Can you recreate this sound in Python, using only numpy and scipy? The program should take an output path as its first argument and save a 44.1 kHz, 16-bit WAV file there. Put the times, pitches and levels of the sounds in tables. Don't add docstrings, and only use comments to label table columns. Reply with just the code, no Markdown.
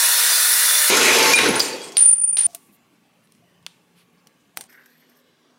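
import sys
import numpy as np
from scipy import signal
from scipy.fft import rfft, irfft
from scipy.io import wavfile
from scipy.ndimage import uniform_filter1d, minimum_filter1d

SR = 44100
rng = np.random.default_rng(int(sys.argv[2]) if len(sys.argv) > 2 else 0)


def wav_out(sig):
    wavfile.write(sys.argv[1], SR, np.round(np.clip(np.atleast_2d(sig).T, -1, 1) * 32767).astype(np.int16))


def voltage_ratio(level):
    return 10 ** (np.asarray(level, float) / 20)


N = 246078
T = np.arange(N) / SR

CUTS = [
    0,
    .8995,
    2.4675,
    4.672,
]

# [f/Hz, level/dB per Hz]
FAST_BODY = [(88, -92), (150, -52.5), (438, -25.5), (474, -20.5), (532, -41), (587, -14), (817, -10.5),
             (937, -10), (1250, -5), (1440, -0.5), (3140, -8), (3520, -2.5), (7110, -4.5), (10300, -0.5),
             (15800, -8)]
# [f/Hz, width/Hz, level/dB]
FAST_RINGS = [(930, 23, -4), (1423, 24, -22), (1860, 240, -7.5), (2520, 28, -17.5), (2880, 68, -6.5),
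              (3550, 43, 1), (3860, 42, -12), (3957, 28, -5), (4350, 90, -4), (4800, 31, -21),
              (5313, 37, -4), (5660, 72, -1), (6035, 88, -1.5), (6670, 83, -3), (7567, 150, -6.5),
              (8300, 56, -24), (8900, 290, -1.5), (9500, 300, -10), (10360, 410, -4.5), (12420, 220, -22),
              (13320, 71, -1), (13900, 52, -6), (15180, 500, -3)]
# [multiple of HUM_HZ, level/dB]
HUM = [(1, -49), (1.253, -47.5), (1.992, -41.5), (3, -42.5), (4, -39), (5, -45.5), (7.3, -40.5),
       (8.95, -37), (10, -46)]
# [t/s, length/s, level/dB, f/Hz, slide/Hz per s]
SQUEAKS = [(.29, 0.093, -24, 4850, -900), (.76, 0.05, -24.5, 5680, 0), (0.16, .03, -25, 5240, 0),
           (0.33, 0.036, -26, 3520, 0), (.69, 0.083, -25, 3510, -4), (.81, 0.046, -26.5, 1780, 1),
           (0.61, .05, -38, 1900, 0), (0.034, 0.086, -32, 3530, -3), (0.46, .12, -44, 8900, 0),
           (.58, .04, -33, 15000, 0), (0.75, 0.045, -34, 6400, 0), (1, .03, -31, 18000, 0)]
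FAST_DB, FAST_RINGS_DB = -15.5, 4.5
HUM_HZ, HUM_BLUR = 482, 1.4
# [t/s, level/dB, lowest f/Hz, highest f/Hz]
PUFFS = [(.0346, -28, 4150, 5400), (.0346, -20, 8300, 11300), (1.2653, -26, 4700, 6500),
         (1.2653, -29, 7600, 9200), (1.2653, -36, 11000, 12600)]

# [f/Hz, level/dB per Hz]
SAW_BODY = [(53, -57.5), (90, -27), (109, -14.5), (188, -16.5), (229, -5.5), (430, 0.5), (664, -5.5),
            (862, -4), (1250, -5.5), (2240, -3), (2910, -4.5), (6360, -11.5), (7570, -17.5), (12000, -22),
            (16200, -37.5)]
# [f/Hz, width/Hz, level/dB]
SAW_RINGS = [(436, 140, -2), (910, 60, 0), (1056, 44, -6), (1413, 29, 2), (1880, 37, -11), (2170, 170, -5),
             (2520, 200, -1), (3960, 120, -9), (3980, 29, -4.5), (5240, 120, -9.5), (6130, 120, -7.5),
             (6670, 80, -8.5), (7295, 85, -11.5), (9070, 160, -18.5), (10360, 430, -14.5),
             (11700, 110, -15.5), (13330, 130, -21)]
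# [f/Hz, width/Hz, level/dB]
MOTOR = [(123.3, 7, -24), (239.2, 5.6, -12.5), (267.9, 10, -19.5), (382, 10, -13.5), (439, 17, -11.5),
         (476.4, 10, -12), (520, 10, -15), (1085, 18, -8)]
# [t/s, level/dB]
DRIVE = [
    (0.9, 0),
    (1.33, 0),
    (1.45, 2),
    (1.526, -3),
    (1.565, -4),
    (1.64, -6.5),
    (1.8, -14.5),
    (1.96, -20.5),
    (2.2, -48.5),
]
# [level at full drive/dB,
# change once through/dB, share of the drive]
LAYERS = [
    (-23.5, 1.5, 1.06),
    (-17, -2.5, 1.4),
    (-30.5, -7.5, 1.3),
]
# [t/s, peak level/dB]
CHIPS = [(0.9677, -6.5), (0.9921, -18), (1.0271, -15), (1.05, -9), (1.1273, -13), (1.1473, -15.5),
         (1.1862, -8), (1.2266, -11.5), (1.3334, -12)]
SAW_RINGS_DB, HISS_LIFT_DB, SAW_PATCHY_DB = -1, 10.5, 1.2
THROUGH_S = 1.334
SLACK_DB, SLACK_S = -7, .05
TONES_FADE_DB_PER_S = 25

# [t/s, length/s, level/dB]
SING = [(0.87, 0.14, -35), (1.14, 0.15, -23.5), (1.36, 0.021, -33), (1.48, 0.09, -31.5),
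        (1.64, 0.1036, -41), (1.79, 0.036, -46)]
SING_HZ, SING_EDGE_S = 882, 0.049
# [t/s, length/s, level/dB, f/Hz, slide/Hz per s]
SQUEALS = [(.915, 0.042, -21, 2320, -1200), (.95, 0.018, -25, 1890, 2.5), (1.015, 0.042, -24.5, 2600, 2),
           (1.13, .025, -24, 2520, 0), (1.24, .015, -22, 2250, 0), (1.05, .06, -25, 1880, 299.5),
           (1.06, 0.054, -24, 2276, -900), (1.09, .05, -26.5, 2440, 2599.5),
           (1.18, 0.053, -22.5, 2290, 299.5), (1.235, .03, -32, 2540, -1), (1.27, 0.022, -25.5, 1920, -0.5),
           (1.29, 0.032, -25, 2265, 5.5), (1.39, 0.033, -30.5, 2120, 3), (1.41, 0.023, -27.5, 2600, -3000),
           (1.35, 0.089, -27, 3850, 0.5)]
# [t/s, length/s, level/dB, f/Hz, slide/Hz per s]
SHUDDERS = [(1.3, 0.027, -24, 280, -1200), (1.44, 0.03, -24, 490, 0.5), (1.452, .008, -19.5, 1500, 4),
            (1.45, .01, -26.5, 1300, -3000), (1.478, 0.029, -19.5, 280, -1500),
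            (1.52, 0.048, -27.5, 300, 1500), (1.4, .02, -33, 1500, 2.5), (1.88, 0.032, -48, 420, -4)]

# [f/Hz, level/dB per Hz]
AIR = [(35, -53.5), (70, -26.5), (180, -7.5), (530, -19), (1120, -23), (1350, -26), (2860, -22.5),
       (3530, -29.5), (15100, -38.5), (16200, -46.5)]
# [f/Hz, width/Hz, level/dB]
AIR_RINGS = [(178, 24, -41), (1130, 79, 3.5), (2180, 100, -11.5), (2619, 160, -22)]
# [f/Hz, width/Hz, level/dB]
BENCH_HUM = [(174, 8, -70), (236, 8, -76), (1140, 23, -78.5)]
# [f/Hz, level/dB per Hz]
AIR_LATE = [(24, -72), (40, -45), (118, -23), (151, -15), (185, -21), (250, -5), (446, -14), (481, -12.5),
            (815, -20.5), (1490, -20.5), (2120, -24), (3870, -23), (16200, -42.5)]
# [f/Hz, width/Hz, level/dB]
LATE_HUM = [(244, 8.3, -69.5), (160, 11.4, -74.5), (390, 13.6, -78)]
AIR_DB, LATE_DB = -61, -61

# [f/Hz, width/Hz, rise/ms, time to fall 60 dB/s, name]
RINGS = [(2415, 45, 1.5, .3, "oval"), (9250, 90, 9, .3, "wall"), (10150, 170, 8, .2, "rim"),
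         (13100, 400, 5, .3, "lip"), (4870, 40, 2.5, .045, "clink"), (4650, 350, 8, .16, "bed"),
         (4430, 250, 2.5, .05, "clank"), (9300, 900, 2, .28, "halo"), (7200, 900, 5, .45, "vice"),
         (3300, 25, 20, .6, "guide"), (300, 170, 40, .45, "stand"), (2445, 70, 30, 4, "cover"),
         (700, 45, 22, .09, "stencil"), (8800, 500, 2, .12, "edge"), (5800, 400, 2, .1, "flap"),
         (800, 260, 4, .3, "bench"), (390, 450, 2.1, .2, "top"), (3600, 600, 3, .25, "sheet"),
         (494, 25, 40, .95, "wheel")]
# [t/s, level/dB, name]
STRIKES = [(1.27, -43, "lip"), (1.333, -13, "oval"), (1.352, -18, "wall"), (1.405, -24, "stand"),
           (1.42, -29, "rim"), (1.45, -20.5, "stand"), (1.48, -25, "rim"), (1.531, -30.5, "stand"),
           (1.553, -22.5, "wall"), (1.566, -25, "rim"), (1.5955, -17, "clink"), (1.6015, -7.5, "clink"),
           (1.97, -30, "halo"), (2.371, -28, "halo"), (2.41, -35, "halo"), (2.2, -64.5, "cover"),
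           (1.613, -23.5, "clink"), (1.597, -18.5, "clank"), (1.78, -48.5, "guide"), (1.88, -50, "guide"),
           (1.656, -25, "clink"), (1.724, -32, "bed"), (1.95, -38.5, "bed"), (1.375, -24, "oval"),
           (4.576, -48, "flap"), (1.608, -28.5, "vice"), (1.62, -29, "bed"), (1.62, -38.5, "lip"),
           (1.75, -51, "guide"), (1.619, -52, "cover"), (1.66, -37, "wheel"), (1.701, -31, "bed"),
           (1.808, -36.5, "bed"), (2.2, -66, "cover"), (2.121, -67, "cover"), (1.45, -30, "wall"),
           (1.62, -34, "wall"), (1.665, -42, "wall"), (1.72, -45.5, "wall"), (3.668, -57.5, "sheet"),
           (3.668, -59.5, "edge"), (1.82, -50.5, "guide"), (4.535, -50.5, "stencil"),
           (3.42, -53, "stencil"), (4.572, -48.5, "top"), (4.574, -40, "edge"), (4.575, -50, "bench"),
           (4.612, -45, "edge")]
# [f/Hz, time to fall 60 dB/s]
SHOP = [(200, 0.38), (1000, 0.75), (4000, 0.39), (9000, 0.486), (11500, 0.38), (16000, 0.3)]
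# [t/s, peak
# level/dB, brightest f/Hz, treble level/dB]
BLOWS = [(1.334, 0, 5980, -6.5), (1.388, -3, 2232, -10.5), (1.554, -12, 3200, -11.5),
         (1.595, -8, 4800, 1.5), (1.6021, -6.5, 4900, -7), (1.735, -33, 4630, -9.5),
         (1.816, -32.5, 4620, -11), (1.845, -37.5, 8990, -3), (1.92, -29, 6180, -10),
         (2.005, -27.5, 3199, -8), (2.084, -38.5, 4500, -6.5), (2.117, -40, 3516, -8),
         (2.132, -46, 10000, -6), (2.392, -31, 3200, -7), (2.415, -35.5, 4500, -5)]
BLOW_MS, BLOW_ROOM_DB = 4.1, -3.5
# [t/s, depth/dB, recovery/s]
DUCKS = [
    (1.339, -10, .03),
    (1.607, -7, .03),
]
# [t/s, length/s, level/dB]
SLIDES = [(1.62, 0.078, -34), (1.725, 0.018, -43), (1.812, 0.029, -41), (1.838, 0.025, -40),
          (1.87, 0.022, -42), (1.92, .008, -46)]
# [f/Hz, level/dB per Hz]
SLIDE = [(2500, -28.5), (4500, 1), (6500, -5), (8800, 0), (9700, -9.5), (11000, -17.5), (16000, -31.5)]

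# [t/s, level/dB, echo in the dip before it/dB]
LOBES = [(1.966, -10.5, -31), (1.977, -8.5, -31), (1.987, -11, -30.5), (2.0024, -8.5, -24), (2.02, -5, -15),
         (2.0337, -10, -15), (2.0433, -14, -13), (2.0548, 0, -20), (2.0695, -12, -28), (2.078, -7, -9),
         (2.108, -9, -19), (2.1217, -8.5, -25), (2.15, -31, -22), (2.159, -22, -21.5), (2.1776, -18, -42),
         (2.193, -17.5, -25), (2.2086, -16.5, -34), (2.232, -11, -25), (2.26, -27, -23),
         (2.272, -16, -42.5), (2.2864, -15, -18.5), (2.306, -18, -20), (2.318, -31, -41.5),
         (2.323, -15.5, -47.5), (2.343, -19, -21), (2.352, -18, -38), (2.365, -18.5, -49),
         (2.3795, -12, -43), (2.403, -12, -28), (2.42, -19, -29), (2.4287, -19, -26), (2.44, -11.5, -19),
         (2.479, -7, -13)]
# [t/s, peak level/dB, f/Hz, room level/dB]
BOUNCES = [
    (1.9693, -1.5, 3994, 0),
    (2.3701, -11.5, 3820, 9.5),
]
WALL_HZ, SINK_HZ, SINK_S = 9280, 44.4, 0.16
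LEAN = .85
FLOOR_TOP_HZ = 12500

# [t/s, peak level/dB, brightest f/Hz, treble level/dB, burst/ms]
TAPS = [(2.5445, -51, 9000, -12.5, 1.2), (2.548, -17, 9500, 1, 2.8), (3.273, -49.5, 4020, -11, 1.5),
        (3.3215, -41, 6200, 1.5, 1.2), (3.35, -48.5, 6510, -21, 1.27), (3.458, -60, 4500, -17.5, 1.4),
        (3.627, -55, 9230, -19.5, 5), (3.6647, -15, 3540, -10.5, 0.71), (3.668, -29, 1700, -14, 1.55),
        (4.271, -35.5, 4330, -3.5, 1.95), (4.5725, -10.5, 2160, -1, 1.25), (4.6096, -21, 8500, -3, 3.1),
        (4.639, -33.5, 8560, -4.5, 1.5), (4.728, -43.5, 1750, -12, 4.5), (4.8595, -43, 12700, -3, 2.2)]
# [f/Hz, width/Hz, level/dB]
PLATE = [(3730, 1600, -6), (5900, 690, -8), (9000, 1600, -0.5), (10500, 800, -5)]
TAP_ROOM_DB, TAP_TAIL = -17.5, .6
# [t/s, length/s, level/dB, centre f/Hz, width/Hz]
RUSTLE = [(2.431, 0.19, -55, 6850, 9000), (2.563, 0.22, -62.5, 10900, 8900), (2.702, .08, -58, 12920, 8030),
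          (2.905, 0.066, -74.5, 9920, 5020), (3.222, 0.053, -68.5, 9850, 3000),
          (3.288, 0.13, -70.5, 9010, 7050), (3.932, 0.13, -60.5, 2960, 4010),
          (3.94, .11, -64.5, 10500, 3980), (4.161, 0.063, -68, 4600, 2000),
          (4.388, 0.045, -69.5, 6010, 6000), (4.556, 0.031, -54, 8000, 9000),
          (4.61, 0.045, -63.5, 6940, 10000)]
# [t/s, length/s, level/dB]
WOBBLES = [(2.462, 0.014, -47), (2.486, 0.0058, -43), (2.496, 0.013, -46), (2.529, 0.011, -49),
           (2.54, 0.01, -43), (2.553, 0.013, -54)]
WOBBLE_HZ = 686
SPLICE_DB, SPLICE_S = -34.5, 0.00046

# [t/s, length/s, pressure level/dB, tip over barrel/dB]
PEN = [(4.687, 0.071, -53, -9.5), (4.765, 0.075, -56, -22), (4.85, 0.0087, -51.5, -7),
       (4.876, 0.17, -70, -6), (5.088, 0.036, -72.5, 5), (5.146, 0.05, -76, 10)]
# [f/Hz, width/Hz, level/dB]
BARREL = [(1880, 650, 2), (1620, 260, -4)]
# [f/Hz, width/Hz, level/dB]
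TIP = [(5400, 1400, 0), (8700, 3300, -5), (12700, 1200, 8), (14500, 3200, -10)]
PEN_RISE_S, PEN_FALL_S = 0.011, 0.028
DRAG_DB, DRAG_FADE_DB_PER_S = -65, 27

LIMIT, EDGE_HZ = .72, 15900
MASK_DB, MASK_DB_PER_KHZ, MASK_FROM_HZ = 63.5, .4, 10000


def evened(x):
    return x / np.sqrt(np.mean(x ** 2) + 1e-20)


def read(points, hz):
    f, value = np.transpose(points)
    return np.interp(np.log(hz + 1), np.log(f + 1), value)


def add(mix, s, sound):
    part = mix[round(s * SR):][:len(sound)]
    part += sound[:len(part)]


def shape(points):
    return lambda hz: voltage_ratio(read(points, hz))


def modes(rows):
    return lambda hz: sum(voltage_ratio(db) / (1 + ((hz - f) / w * 2) ** 2) for f, w, db in rows)


def band(x, lo_hz, hi_hz):
    return signal.sosfilt(signal.butter(N=3, Wn=[lo_hz, hi_hz], btype="band", fs=SR, output="sos"), x)


def noise(gain, patchy_db=1.5, flicker_db=1.0, streak_db=2.5):
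    frames, hz = N // 256 + 5, np.fft.rfftfreq(1024, 1 / SR)
    a, b, patches, streaks = rng.standard_normal((frames, 513, 4)).T
    patches = uniform_filter1d(patches, size=10, axis=0)
    patches = evened(uniform_filter1d(patches, size=10, axis=1))
    streaks = uniform_filter1d(streaks, size=3, axis=0)
    streaks = evened(uniform_filter1d(streaks, size=28, axis=1))
    flicker = rng.standard_normal(frames)
    field = voltage_ratio(patchy_db * patches + streak_db * streaks + flicker_db * flicker)
    spectra = (a + 1j * b) * gain(hz)[:, None] * field
    return signal.istft(spectra, nperseg=1024, noverlap=768)[1][:N]


def fuzzy(hz, width, count, steady=0.63):
    r, hz = np.exp(-np.pi * width / SR), np.resize(hz, count)
    drift = rng.standard_normal(count + 4000) + 1j * rng.standard_normal(count + 4000)
    drift = signal.lfilter([1], [1, -2 * r, r * r], drift)[4000:]
    drift = steady + drift / np.sqrt(np.mean(abs(drift) ** 2))
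    return evened((drift * np.exp(2j * np.pi * np.cumsum(hz) / SR)).real)


def strokes(rows, rise_s, fall_s):
    return sum(voltage_ratio(db) * np.clip(np.minimum((T - s) / rise_s, 1 + (s + length - T) / fall_s), 0, 1) ** 2
               for s, length, db in rows)


def chirps(rows, edge_s, width, steady):
    out = np.zeros(N)
    for s, length, db, hz, slide in rows:
        t = np.arange(-edge_s, length + edge_s, 1 / SR)
        edge = np.clip(np.minimum(t + edge_s, length + edge_s - t) / edge_s, 0, 1) ** 2
        tone = fuzzy(hz + slide * t, width, count=12000, steady=steady)[:len(t)]
        add(out, s - edge_s, voltage_ratio(db) * edge * tone)
    return out


def room(x):
    hz, t, z = signal.stft(rng.standard_normal(SR // 2), SR, nperseg=128)
    fading = z * voltage_ratio(-60 * t / read(SHOP, hz)[:, None])
    tail = signal.istft(fading, SR, nperseg=128)[1]
    tail[:40] = 0
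    return signal.oaconvolve(x, tail / np.linalg.norm(tail))[:N]


def fast_cut():
    body, resonances = shape(FAST_BODY), modes(FAST_RINGS)

    def colour(hz):
        return body(hz) * (1 + resonances(hz) * voltage_ratio(FAST_RINGS_DB)) + voltage_ratio(-40.5)

    rasp = evened(noise(colour, 0.93, 0.7, 1.5))
    hum = sum(voltage_ratio(db + 3.0) * fuzzy(k * HUM_HZ, HUM_BLUR * k, N, 1.1) for k, db in HUM)
    squeaks = voltage_ratio(-2.5) * chirps(SQUEAKS, 0.028, 100, .3)
    return voltage_ratio(FAST_DB) * rasp + hum + squeaks


def puffs():
    out, hz = np.zeros(N), np.fft.rfftfreq(2048, 1 / SR)
    for s, db, lo_hz, hi_hz in PUFFS:
        grit = irfft(rfft(rng.standard_normal(2048)) * (hz > lo_hz) * (hz < hi_hz))
        add(out, s, voltage_ratio(db) * evened(grit) * np.hanning(2048))
    return out * np.array([[1], [-1]])


def blade():
    sing = strokes(SING, SING_EDGE_S, SING_EDGE_S) * fuzzy(SING_HZ, 11, N, 3.6)
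    squeals = voltage_ratio(-0.5) * chirps(SQUEALS, .012, 280, .12)
    shudders = voltage_ratio(-2.5) * chirps(SHUDDERS, .015, 66, 0.55)
    return sing + squeals + shudders


def saw():
    drive = np.interp(T, *np.transpose(DRIVE))
    through = T > THROUGH_S
    low, mid, high = (voltage_ratio(db + eased_db * through + share * drive) for db, eased_db, share in LAYERS)
    body, resonances = shape(SAW_BODY), modes(SAW_RINGS)

    def colour(hz):
        return np.sqrt(body(hz) ** 2 + (resonances(hz) * voltage_ratio(SAW_RINGS_DB)) ** 2)

    teeth = noise(colour, SAW_PATCHY_DB, 0.99, 1.2)
    rumble, rasp, hiss = band(teeth, 100, 900), band(teeth, 900, 5500), band(teeth, 5500, 18000)
    tones = sum(voltage_ratio(db) * fuzzy(hz, width, N, .9) for hz, width, db in MOTOR)
    tones = tones * voltage_ratio(-TONES_FADE_DB_PER_S * np.maximum(T - THROUGH_S, 0))
    slack = voltage_ratio(SLACK_DB * np.exp(-abs(T - THROUGH_S) / SLACK_S) * through)
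    tear = np.ones(N)
    for s, db in CHIPS:
        add(tear, s, voltage_ratio(db + 9.0) * np.exp(-np.arange(600) / SR / 0.0054))
    out = low * slack * evened(evened(rumble) + tones) + mid * evened(rasp)
    return out + voltage_ratio(HISS_LIFT_DB) * high * evened(hiss) * tear


def air(points, db, tones):
    body, resonances = shape(points), modes(AIR_RINGS)
    wash = voltage_ratio(db) * evened(noise(lambda hz: body(hz) * (1 + .5 * resonances(hz)), 0.99, .5))
    return wash + sum(voltage_ratio(hum_db) * fuzzy(hz, width, N) for hz, width, hum_db in tones)


def rings():
    out, mode = np.zeros(N), {row[-1]: row[:-1] for row in RINGS}
    for s, db, name in STRIKES:
        hz, width, rise_ms, t60 = mode[name]
        until_cut = [round((cut - s) * SR) for cut in CUTS if cut > s]
        t = T[:min([SR // 2] + until_cut)]
        tone = fuzzy(hz, width, len(t), min(0.21 + 0.36 * t60, 1))
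        add(out, s, tone * voltage_ratio(db - 60 * t / t60) * np.minimum(t * 1000 / rise_ms, 1))
    return out


def knocks(rows, room_db, floor_db, tail, tick, plate=()):
    dry, send, t = np.zeros(N), np.zeros(N), np.arange(2048) / SR
    f = np.fft.rfftfreq(2048, 1 / SR)
    for (s, db, hz, treble_db, ms), grit in zip(rows, rng.standard_normal((len(rows), 2048))):
        grit = grit * (np.exp(-(t * 1000 / ms) ** 2) + tail * np.exp(-t * 1000 / (3.0 * ms)))
        grit[0] += tick
        bright = 1 / (1 + 1.8j * (f / hz - hz / (f + 1)))
        colour = bright + voltage_ratio(floor_db) * 1j * f / (700 + 1j * f)
        colour = colour * (1 + sum(voltage_ratio(lift_db) / (1 + 2j * (f - peak) / width)
                                   for peak, width, lift_db in plate))
        shelf = (12000 + voltage_ratio(treble_db) * 1j * f) / (12000 + 1j * f)
        colour = colour * shelf ** 4
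        blow = irfft(rfft(grit) * colour)[:1900]
        blow *= voltage_ratio(db) / abs(blow).max()
        add(dry, s, blow)
        even = irfft(colour)[:1900]
        add(send, s, voltage_ratio(room_db) * even * np.linalg.norm(blow) / np.linalg.norm(even))
    return dry + room(send)


def duck():
    return voltage_ratio(sum(db * np.exp(-abs(T - s) / back) * (T > s) for s, db, back in DUCKS))


def slides():
    return strokes(SLIDES, 0.0074, 0.022) * evened(noise(shape(SLIDE), 1.99, 1.51, 2.5))


def tumble():
    s, db, echo_db = np.transpose(LOBES)
    lobe = np.interp(T, s, np.arange(len(s)))
    angle = np.pi * (lobe // 1 + (lobe % 1) ** LEAN)
    size = np.interp(T, (s[1:] + s[:-1]) / 2, voltage_ratio(db[:-1]))
    direct = uniform_filter1d(uniform_filter1d(size * np.sin(angle), size=90), size=90)
    echo = uniform_filter1d(np.interp(T, s, voltage_ratio(echo_db)) * np.cos(angle) ** 2, size=120)
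    since = np.minimum(*(np.where(T < row[0], np.inf, T - row[0]) for row in BOUNCES))
    pitch = WALL_HZ - SINK_HZ * np.minimum(since / SINK_S, 1)
    turn = 2 * np.pi * np.cumsum(pitch) / SR
    struck = np.clip((T - BOUNCES[0][0]) / 0.00079, 0, 1)
    return np.sqrt(2) * struck * (direct * np.sin(turn) + echo * np.cos(turn))


def bounces():
    dry, send, t = np.zeros(N), np.zeros(N), T[:64]
    for s, db, hz, room_db in BOUNCES:
        hit = np.tanh(1.8 * np.sin(2 * np.pi * hz * t)) * np.exp(-(t * hz / 1.65) ** 6)
        tick = np.cos(2 * np.pi * hz * t) * np.exp(-(t * hz / 0.54) ** 2)
        add(dry, s, voltage_ratio(db) * hit)
        add(send, s, voltage_ratio(db + room_db) * tick)
    return band(dry, 250, 18000) + room(band(send, 500, FLOOR_TOP_HZ))


def rustle():
    out, hz_axis = np.zeros(N), np.fft.rfftfreq(8192, 1 / SR)
    for s, length, db, hz, width in RUSTLE:
        grains = np.repeat(rng.standard_normal(64), repeats=128)
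        grit = rng.standard_normal(8192) * voltage_ratio(1.4 * grains)
        swish = evened(irfft(rfft(grit) * modes([(hz, width, 0)])(hz_axis)))
        count = min(round(length * SR), 8192)
        add(out, s, voltage_ratio(db) * swish[:count] * np.hanning(count))
    return out


def wobbles():
    return strokes(WOBBLES, 0.0033, 0.021) * fuzzy(WOBBLE_HZ, 30, N, 1.0)


def pen():
    drag = voltage_ratio(DRAG_DB - DRAG_FADE_DB_PER_S * (T - PEN[0][0])) * (T > PEN[0][0])
    barrel_rows = [row[:3] for row in PEN]
    tip_rows = [(s, length, db + tip_db) for s, length, db, tip_db in PEN]
    barrel = drag + strokes(barrel_rows, PEN_RISE_S, PEN_FALL_S)
    tip = voltage_ratio(-0.5) * drag + strokes(tip_rows, PEN_RISE_S, PEN_FALL_S)
    return barrel * evened(noise(modes(BARREL), 2.1, 2.9)) + tip * evened(noise(modes(TIP), 2.0, 3.2))


def scene():
    shot, still = np.searchsorted(CUTS, T, "right"), air(AIR, AIR_DB, BENCH_HUM)
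    blows = knocks([(*row, BLOW_MS) for row in BLOWS], BLOW_ROOM_DB, -12.0, 0.37, 1.6)
    shop = saw() * duck() + blade() + blows + slides() + bounces() + tumble()
    shop = shop + voltage_ratio(4.5) * band(still, 60, 6500)
    stencil_taps = knocks(TAPS[:-2], TAP_ROOM_DB, 1.2, TAP_TAIL, 4.1, PLATE)
    stencil = still + stencil_taps + rustle() + wobbles()
    pen_taps = knocks(TAPS[-2:], TAP_ROOM_DB, -6, .3, 1.5)
    drawing = air(AIR_LATE, LATE_DB, LATE_HUM) + pen_taps + pen()
    mix = np.select([shot == 1, shot == 2, shot == 3], [fast_cut(), shop, stencil], drawing) + rings()
    step = voltage_ratio(SPLICE_DB) * np.exp(-((T - CUTS[2]) / SPLICE_S) ** 2)
    return mix - step + puffs()


def masked(x):
    padded = np.pad(x, ((0, 0), (521, 0)))
    hz, _, z = signal.stft(padded, SR, "cosine", nperseg=2048, noverlap=1024)
    power = (abs(z) ** 2).mean(0)
    bands = power[:1024].reshape(32, 32, -1).mean(1)
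    bands = np.repeat(bands, repeats=32, axis=0)
    treble = hz[:1024, None] > MASK_FROM_HZ
    reach = voltage_ratio(2 * (MASK_DB_PER_KHZ * (hz[:1024, None] - MASK_FROM_HZ) / 1000 - MASK_DB))
    loudest = power[hz > MASK_FROM_HZ / 2].max(0)
    faint = (bands < reach * loudest) & treble
    keep = np.pad(~faint, ((0, 1), (0, 0)))
    return signal.istft(z * keep, SR, "cosine", nperseg=2048, noverlap=1024)[1][:, 521:521 + N]


def top_cut(x):
    return signal.sosfilt(signal.butter(12, 17100, fs=SR, output="sos"), x)


def record(dry):
    limiter = np.minimum(LIMIT / (abs(dry).max(0) + 1e-9), 1)
    x = dry * uniform_filter1d(minimum_filter1d(limiter, size=61), size=31)
    x = signal.sosfilt(signal.butter(N=2, Wn=80, btype="high", fs=SR, output="sos"), x)
    edge = signal.firwin(numtaps=401, cutoff=EDGE_HZ, window=("kaiser", 6), fs=SR)
    mix = signal.oaconvolve(masked(x), edge[None], "same")
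    return top_cut(mix)


dry = scene()
out = record(dry)
wav_out(out)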